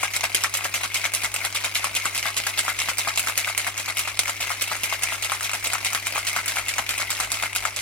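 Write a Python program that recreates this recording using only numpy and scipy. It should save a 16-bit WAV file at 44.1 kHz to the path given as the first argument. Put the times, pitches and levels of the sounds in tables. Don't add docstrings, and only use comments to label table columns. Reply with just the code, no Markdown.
import sys
import numpy as np
from scipy import signal
from scipy.fft import rfft, irfft, next_fast_len
from scipy.io import wavfile
from scipy.ndimage import uniform_filter1d

SR = 44100
rng = np.random.default_rng(int(sys.argv[2]) if len(sys.argv) > 2 else 0)


def pcm_store(signal):
    levels = np.round(np.clip(np.atleast_2d(signal), -1, 1) * 32767)
    wavfile.write(sys.argv[1], SR, levels.astype(np.int16).T)


N = 344421


def amp(db):
    return 10 ** (np.asarray(db) / 20)


def unit(x):
    return x / np.sqrt(np.mean(x ** 2) + 1e-20)


def along(points, hz):
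    f, v = np.transpose(points)
    return np.interp(np.log(hz + 1), np.log(f + 1), v)


def filtered(x, response):
    m = next_fast_len(N + SR // 2)
    hz = np.fft.rfftfreq(m, 1 / SR)
    return irfft(rfft(x, m) * response(hz), m)[..., :N]


# frequency_hz [Hz], level_db [dB rms]
HUM_PARTIALS = [(49.6, -63), (99.8, -48.5), (199.5, -71.5), (299.3, -62), (399.1, -61)]
# frequency_hz [Hz], density_db [relative dB per Hz]
AIR_SPECTRUM = [(20, -34), (32, -22), (46, 8.5), (60, 2), (75, -1), (130, -18.5), (260, -16), (400, -33),
                (700, -9.5), (2000, -34), (16000, -45)]


def background():
    t = np.arange(N) / SR
    hum = sum(amp(db) * np.sqrt(2) * np.sin(2 * np.pi * (hz * t + rng.random()))
              for hz, db in HUM_PARTIALS)
    noise = rng.standard_normal(N) + 0.21 * rng.standard_normal((2, N))
    rumble = unit(filtered(noise, lambda hz: amp(along(AIR_SPECTRUM, hz))))
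    rumble_db = np.interp(t, [0, 7.8], [-62, -53])
    left_right_trim_db = [[1.3], [-1.5]]
    return (hum + amp(rumble_db) * rumble) * amp(left_right_trim_db)


# frequency_hz [Hz], width_hz [Hz], level_db [dB over the plain click]
TIN_MODES = [(586, 193, 4), (895, 23, -7.5), (1119, 10, -2.5), (1310, 38, -7), (1376, 110, -4),
             (1633, 20, 3.5), (2162, 162, 10), (2440, 250, -2), (2676, 120, 1), (7900, 140, -32),
             (7880, 83, -17.5), (9780, 120, -12), (10230, 330, -4.5)]


def through_tin(force, colour, ring_db, size=4096):
    hz = np.fft.rfftfreq(size, 1 / SR)
    modes = sum(amp(db + ring_db) * 1j * hz * width / (centre ** 2 - hz ** 2 + 1j * hz * width)
                for centre, width, db in TIN_MODES)
    magnitude = amp(along(colour, hz)) * np.abs(1 + modes)
    cepstrum = irfft(np.log(magnitude))
    cepstrum[1:size // 2] *= 2
    cepstrum[size // 2 + 1:] = 0
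    click = irfft(np.exp(rfft(cepstrum)))[:size // 2]
    return signal.oaconvolve(force, click / np.linalg.norm(click))[:N]


def contacts(rate, scatter_db, fizz_db, even_s, t60):
    hits = rng.standard_normal(N), rng.random(N) < rate / SR
    blows = amp(scatter_db * hits[0]) ** 2 * hits[1]
    fall = float(amp(-60 / (t60 * SR))) ** 2
    energy = signal.lfilter([1], [1, -fall], blows)
    energy = energy / energy.mean() + amp(fizz_db) ** 2
    energy = energy / np.abs(uniform_filter1d(energy, max(int(even_s * SR), 2)))
    return unit(np.sqrt(energy) * rng.standard_normal(N))


def wall_pings(wall_hz=2220, wetting=0.065, t60=0.026, scatter_db=7.0, count=2400):
    t = np.arange(SR // 25) / SR
    start = rng.integers(0, N, (count, 1))
    detune, strength = rng.standard_normal((count, 2)).T[..., None]
    hz = wall_hz * np.exp(wetting * detune)
    envelope = amp(scatter_db * np.clip(strength, -2, 2) - 60 * t / t60)
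    pings = envelope * np.sin(2 * np.pi * hz * t)
    pings = pings * (1 - np.exp(-t / 0.00049))
    return unit(np.bincount((start + np.arange(len(t))).ravel(), pings.ravel(), N)[:N])


# frequency_hz [Hz], density_db [relative dB per Hz]
LOOSE_COLOUR = [(60, -23.5), (250, -12.5), (450, -16.5), (650, -7), (1100, -2.5), (1750, -2.5), (2300, 0.5),
                (3200, -2.5), (5500, -3.5), (10500, -7), (16000, -18)]
# phase [share of the cycle], level_db [dB before looseness and layer gains]
TUMBLE_CYCLE = [(.05, -32.5), (.25, -36), (.42, -35.5), (.58, -33), (.75, -33), (.92, -30)]
# time_s [s], level_db [dB added to the cycle]
LOOSENESS = [(0, 1), (.7, -0.5), (1.8, 0), (2.7, 1), (3.4, 1), (3.9, -2), (4.5, 1), (6.1, 1), (7.0, .5),
             (7.8, -2.5)]


def tumble():
    t = np.arange(N) / SR
    landings = sorted(row[0] for row in list(BASE_THROWS) + list(CAP_THROWS))
    cycles = np.interp(t, landings, np.arange(len(landings)) / 2)
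    cycle_db = np.interp(cycles, *np.transpose(TUMBLE_CYCLE), period=1)
    level_db = cycle_db + np.interp(t, *np.transpose(LOOSENESS))
    ticks = contacts(rate=300, scatter_db=6.5, fizz_db=-5.5, even_s=0.0346, t60=0.0033)
    rattle = amp(-0.5) * through_tin(ticks, LOOSE_COLOUR, ring_db=-5.0)
    return amp(level_db) * (rattle + amp(-9.5) * wall_pings())


# start_s [s], knock_db [dB], crack_db [dB], pile_db [dB], lag_s [s]
BASE_THROWS = [(0.0313, -21.5, -23, -27.5, 0.0086), (0.2382, -17.5, -22.5, -26.5, 0.0024),
               (0.4372, -21, -19, -25, 0.0048), (0.645, -36, -22, -29.5, 0.005),
               (0.834, -27, -26, -28.5, 0.008), (1.0415, -22, -30, -28.5, 0.011),
               (1.2348, -23, -22, -30.5, 0.015), (1.446, -23, -28, -28.5, 0.0034),
               (1.6445, -20.5, -22, -28, 0.008), (1.8431, -19, -19.5, -32, 0.015),
               (2.0552, -18, -19, -32, 0.012), (2.2567, -17, -33, -31, 0.019),
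               (2.4675, -18, -20, -29.5, 0.015), (2.681, -16, -27, -30.5, 0.016),
               (2.887, -16, -24.5, -28, 0.0061), (3.074, -17, -31, -30, 0.015),
               (3.2721, -18, -26, -29.5, 0.01), (3.4736, -22.5, -26, -31.5, 0.018),
               (3.6677, -19.5, -25.5, -28, 0.0041), (3.881, -24, -28, -30.5, 0.008),
               (4.075, -21.5, -32, -29.5, 0.003), (4.28, -26, -28, -28.5, 0.01),
               (4.504, -18.5, -26, -34.5, 0.011), (4.7157, -18.5, -26, -31.5, 0.012),
               (4.9256, -18.5, -34, -31.5, 0.0095), (5.1226, -22.5, -31, -34, 0.02),
               (5.3196, -15, -22.5, -34, 0.026), (5.534, -30, -21.5, -31.5, 0.01),
               (5.7335, -21.5, -20, -38.5, 0.023), (5.9485, -18, -19, -30.5, 0.0031),
               (6.159, -17, -36, -32.5, 0.024), (6.3639, -15.5, -19.5, -32.5, 0.027),
               (6.5694, -18.5, -29, -31, 0.017), (6.7826, -16.5, -23, -30.5, 0.005),
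               (6.999, -24, -30, -29, 0.011), (7.201, -18.5, -19.5, -32, 0.037),
               (7.425, -25, -25, -31.5, 0.022), (7.6526, -16.5, -22.5, -33, 0.015)]
# start_s [s], crack_db [dB], pile_db [dB], lag_s [s]
CAP_THROWS = [(0.1365, -24.5, -29, 0.015), (0.347, -12.5, -25.5, 0.002), (0.54, -18.5, -27, 0.011),
              (0.7405, -20.5, -25, 0.0062), (0.9434, -19.5, -26, 0.012), (1.137, -18.5, -28.5, 0.014),
              (1.3416, -18.5, -35.5, 0.0098), (1.548, -24.0, -25.5, 0.0032), (1.749, -24.0, -24.5, 0.0065),
              (1.951, -21.5, -28, 0.013), (2.148, -21, -29, 0.028), (2.3669, -22.5, -25, 0.0018),
              (2.5767, -24.0, -23.5, 0.007), (2.789, -24.0, -26.0, 0.012), (2.9837, -17, -26, 0.0078),
              (3.1752, -14.5, -26.5, 0.008), (3.3769, -12, -27.5, 0.012), (3.5774, -14.5, -30, 0.018),
              (3.778, -22.5, -31.5, 0.016), (3.97, -19.5, -27.5, 0.023), (4.1915, -9.5, -29.5, 0.0024),
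              (4.4083, -23, -29.5, 0.013), (4.611, -23, -31, 0.011), (4.8343, -17.5, -27, 0.0051),
              (5.0238, -27, -28.5, 0.0081), (5.225, -21.5, -29.5, 0.017), (5.4294, -22, -29.0, 0.015),
              (5.643, -19.5, -28.5, 0.005), (5.848, -19.5, -26.5, 0.0093), (6.057, -34, -31, 0.0055),
              (6.269, -21.5, -25.5, 0.0041), (6.48, -16.5, -30, 0.011), (6.684, -22, -26.5, 0.0015),
              (6.8912, -19, -25.5, 0.005), (7.1043, -16, -29.5, 0.0079), (7.318, -16.5, -31, 0.027),
              (7.5507, -23.5, -31, 0.014), (7.7632, -23.5, -33, 0.022)]
# start_s [s], crack_db [dB], knock_db [dB]
STRAYS = [(0.1646, -18, -31), (0.572, -20.5, -38), (1.1493, -16, -45), (1.2465, -20.5, -24),
          (1.3622, -21, -28), (1.9666, -21.5, -33), (2.5917, -21, -34), (3.159, -24, -32),
          (3.1954, -17, -41), (3.2974, -23, -21), (3.9932, -17, -23), (4.5168, -24, -25), (4.621, -14, -48),
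          (4.7653, -28, -30), (5.0344, -15.5, -28), (5.4085, -26, -23.5), (5.515, -27, -26),
          (5.6712, -19, -38), (5.754, -31, -17.5), (5.9318, -21.5, -26), (6.0694, -20, -26),
          (6.1786, -25, -21.5), (6.2503, -27, -32), (6.3877, -38, -21.5), (6.4596, -22.5, -32),
          (6.5587, -25, -28), (6.7908, -39, -17.5), (6.9806, -23.5, -32), (7.561, -18, -23.5)]
CAP_KNOCK_DB = -14


def cube_blows():
    on_base = [(s, crack_db, knock_db) for s, knock_db, crack_db, _, _ in BASE_THROWS]
    on_cap = [(s, crack_db, crack_db + CAP_KNOCK_DB) for s, crack_db, _, _ in CAP_THROWS]
    return on_base + on_cap + list(STRAYS)


# frequency_hz [Hz], density_db [relative dB per Hz]
CRACK_COLOUR = [(60, -30.5), (250, -15), (800, -15.5), (1700, -13.5), (2400, -0.5), (4000, -6.5), (7500, 2),
                (11000, -3), (16000, -15.5)]
CRACK_T60 = 0.003
KNOCK_HZ, KNOCK_SPREAD = 1340, 0.12


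def cubes(chatter_db=-13, chatter_t60=0.032, knock_t60=0.0045):
    t = np.arange(SR // 20) / SR
    cracks, knocks = np.zeros(N + SR), np.zeros(N + SR)
    first = SR // 500
    crack_envelope = amp(-60 * t / CRACK_T60) + amp(chatter_db - 60 * t / chatter_t60)
    knock_envelope = amp(-60 * t / knock_t60) * (1 - np.exp(-t / 0.00015))
    for s, crack_db, knock_db in cube_blows():
        hz = KNOCK_HZ * np.exp(KNOCK_SPREAD * rng.standard_normal())
        crack = rng.standard_normal(len(t)) * crack_envelope
        knock = np.sin(2 * np.pi * hz * t) * knock_envelope
        cracks[round(s * SR):][:len(t)] += amp(crack_db) * crack / np.std(crack[:first])
        knocks[round(s * SR):][:len(t)] += amp(knock_db) * knock / np.std(knock[:first])
    hollow = [(100, -13), (400, -19.0), (700, -1.0), (1600, -0.5), (4000, 1.0), (16000, -15.0)]
    sharp = amp(1.6) * through_tin(cracks, CRACK_COLOUR, ring_db=-8.0)
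    return sharp + amp(-5) * through_tin(knocks, hollow, ring_db=-6.0)


# frequency_hz [Hz], density_db [relative dB per Hz]
CLATTER_COLOUR = [(60, -29), (200, -19.5), (450, -14.5), (900, -19.5), (1700, -8.5), (2300, -1.5),
                  (3200, 1.5), (5000, -0.5), (7500, 0), (11000, -3.5), (13500, -11), (16000, -20)]
THUD_COLOUR = [(60, -15), (170, -14), (270, -6), (420, -19), (600, -4.5), (900, 3.5), (1400, 6),
               (1900, 5.5), (3000, -15), (6000, -44), (16000, -68)]
# [dB over the clatter, before layer gains]
BASE_CRASH = (1, 0.01, -1.95)
CAP_CRASH = (0.74, 0.013, -9.5)
AHEAD_DB = -5.5


def pile():
    t = np.arange(N) / SR
    clatter, thud = np.zeros(N), np.zeros(N)
    for throws, crash in ((BASE_THROWS, BASE_CRASH), (CAP_THROWS, CAP_CRASH)):
        rise_share, fall, thud_db = crash
        for s, *_, pile_db, lag in throws:
            near = slice(max(int(s * SR) - SR // 8, 0), int(s * SR) + SR // 8)
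            age = t[near] - s - lag
            swell = np.exp(-.5 * (age / np.where(age < 0, rise_share * lag, fall)) ** 2)
            swell = swell * np.where(t[near] < s, amp(AHEAD_DB) ** 2, 1)
            clatter[near] += swell * amp(pile_db) ** 2
            thud[near] += swell * amp(pile_db + thud_db) ** 2
    ice = np.sqrt(clatter) * contacts(rate=600, scatter_db=5.0, fizz_db=-8.5, even_s=0.0126, t60=0.0019)
    ends = np.sqrt(thud) * contacts(rate=300, scatter_db=11.0, fizz_db=-13.5, even_s=0.0192, t60=0.0023)
    bright = amp(2.5) * through_tin(ice, CLATTER_COLOUR, ring_db=-4.5)
    return bright + amp(3.5) * through_tin(ends, THUD_COLOUR, ring_db=4.5)


# start_s [s], level_db [dB before onset and room], pitch_hz [Hz], t60_s [s]
SLAPS = [(0.347, -35, 298, 0.045), (.348, -20.5, 533, 0.018)]


def slaps():
    t, out = np.arange(SR // 5) / SR, np.zeros(N)
    for s, db, hz, t60 in SLAPS:
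        tone = amp(db - 60 * t / t60) * np.sin(2 * np.pi * hz * t)
        out[round(s * SR):][:len(t)] += tone * (1 - np.exp(-t / 0.0012))
    return out


# frequency_hz [Hz], left_minus_right_db [dB]
PAN = [(200, -1), (520, 10.5), (750, 4.5), (1150, 4.5), (1400, 6.5), (2100, 5.5), (2450, 7), (3000, 3),
       (4000, -1), (5800, -4), (7100, -0.5), (8000, -5.5), (10000, -4.5), (11500, 0.5), (13500, 2),
       (16000, 18)]
# frequency_hz [Hz], direct_db [dB before the power balance]
DIRECT = [(400, -2), (1000, 1.5), (1600, -4.5), (2300, -1), (3500, -0.5), (8000, -1.5)]


def bar(x, near_db=-7, near_t60=0.0052, early_db=-3, early_t60=0.055, late_db=-13, late_t60=0.24,
        lead_s=.000062, count=8):
    t = np.arange(SR // 4) / SR

    def fade(db, t60, delay):
        decay = amp(-60 * t / t60) * (1 - np.exp(-(t / delay) ** 2))
        return amp(db) ** 2 * unit(decay) ** 2

    energy = fade(near_db, near_t60, .0001) + fade(early_db, early_t60, 0.0011)
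    energy = energy + fade(late_db, late_t60, 0.01)
    shape = np.sqrt(energy / len(t))
    tails = shape * rng.standard_normal((count, 2, len(t)))
    knots = np.arange(0, N + SR // 200, SR // 200)
    shares = np.array([np.interp(np.arange(N), knots, row)
                       for row in rng.standard_normal((count, len(knots)))])
    shares /= np.linalg.norm(shares, axis=0)
    wet = sum(signal.oaconvolve((x * share)[None], tail, axes=1)[:, :N]
              for share, tail in zip(shares, tails))
    # frequency_hz, left-right correlation
    coherence = [(200, 0.85), (700, 0.47), (1500, 0.27), (3000, 0.23)]

    def mid_side(hz):
        angle = np.arccos(np.clip(along(coherence, hz), -1, 1)) / 2
        return np.array([np.cos(angle), np.sin(angle)])

    mid, side = filtered(wet, mid_side)
    sides = np.array([[1], [-1]])
    direct = filtered(x, lambda hz: amp(along(DIRECT, hz)) * np.exp(1j * np.pi * hz * lead_s * sides))

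    def balance(hz):
        pan = np.sqrt(2 / (1 + amp(-sides * along(PAN, hz)) ** 2))
        power = amp(along(DIRECT, hz)) ** 2 + np.sum(shape ** 2)
        return pan * np.sqrt(1.456 / power)

    return filtered(direct + mid + sides * side, balance)


def scene():
    return bar(pile() + tumble() + cubes() + slaps()) + background()


TOP_HZ = 16000


def record(dry):
    rounded = dry / (1 + dry ** 4) ** (1 / 4)
    return filtered(rounded, lambda hz: hz < TOP_HZ)


dry = scene()
out = record(dry)
pcm_store(out)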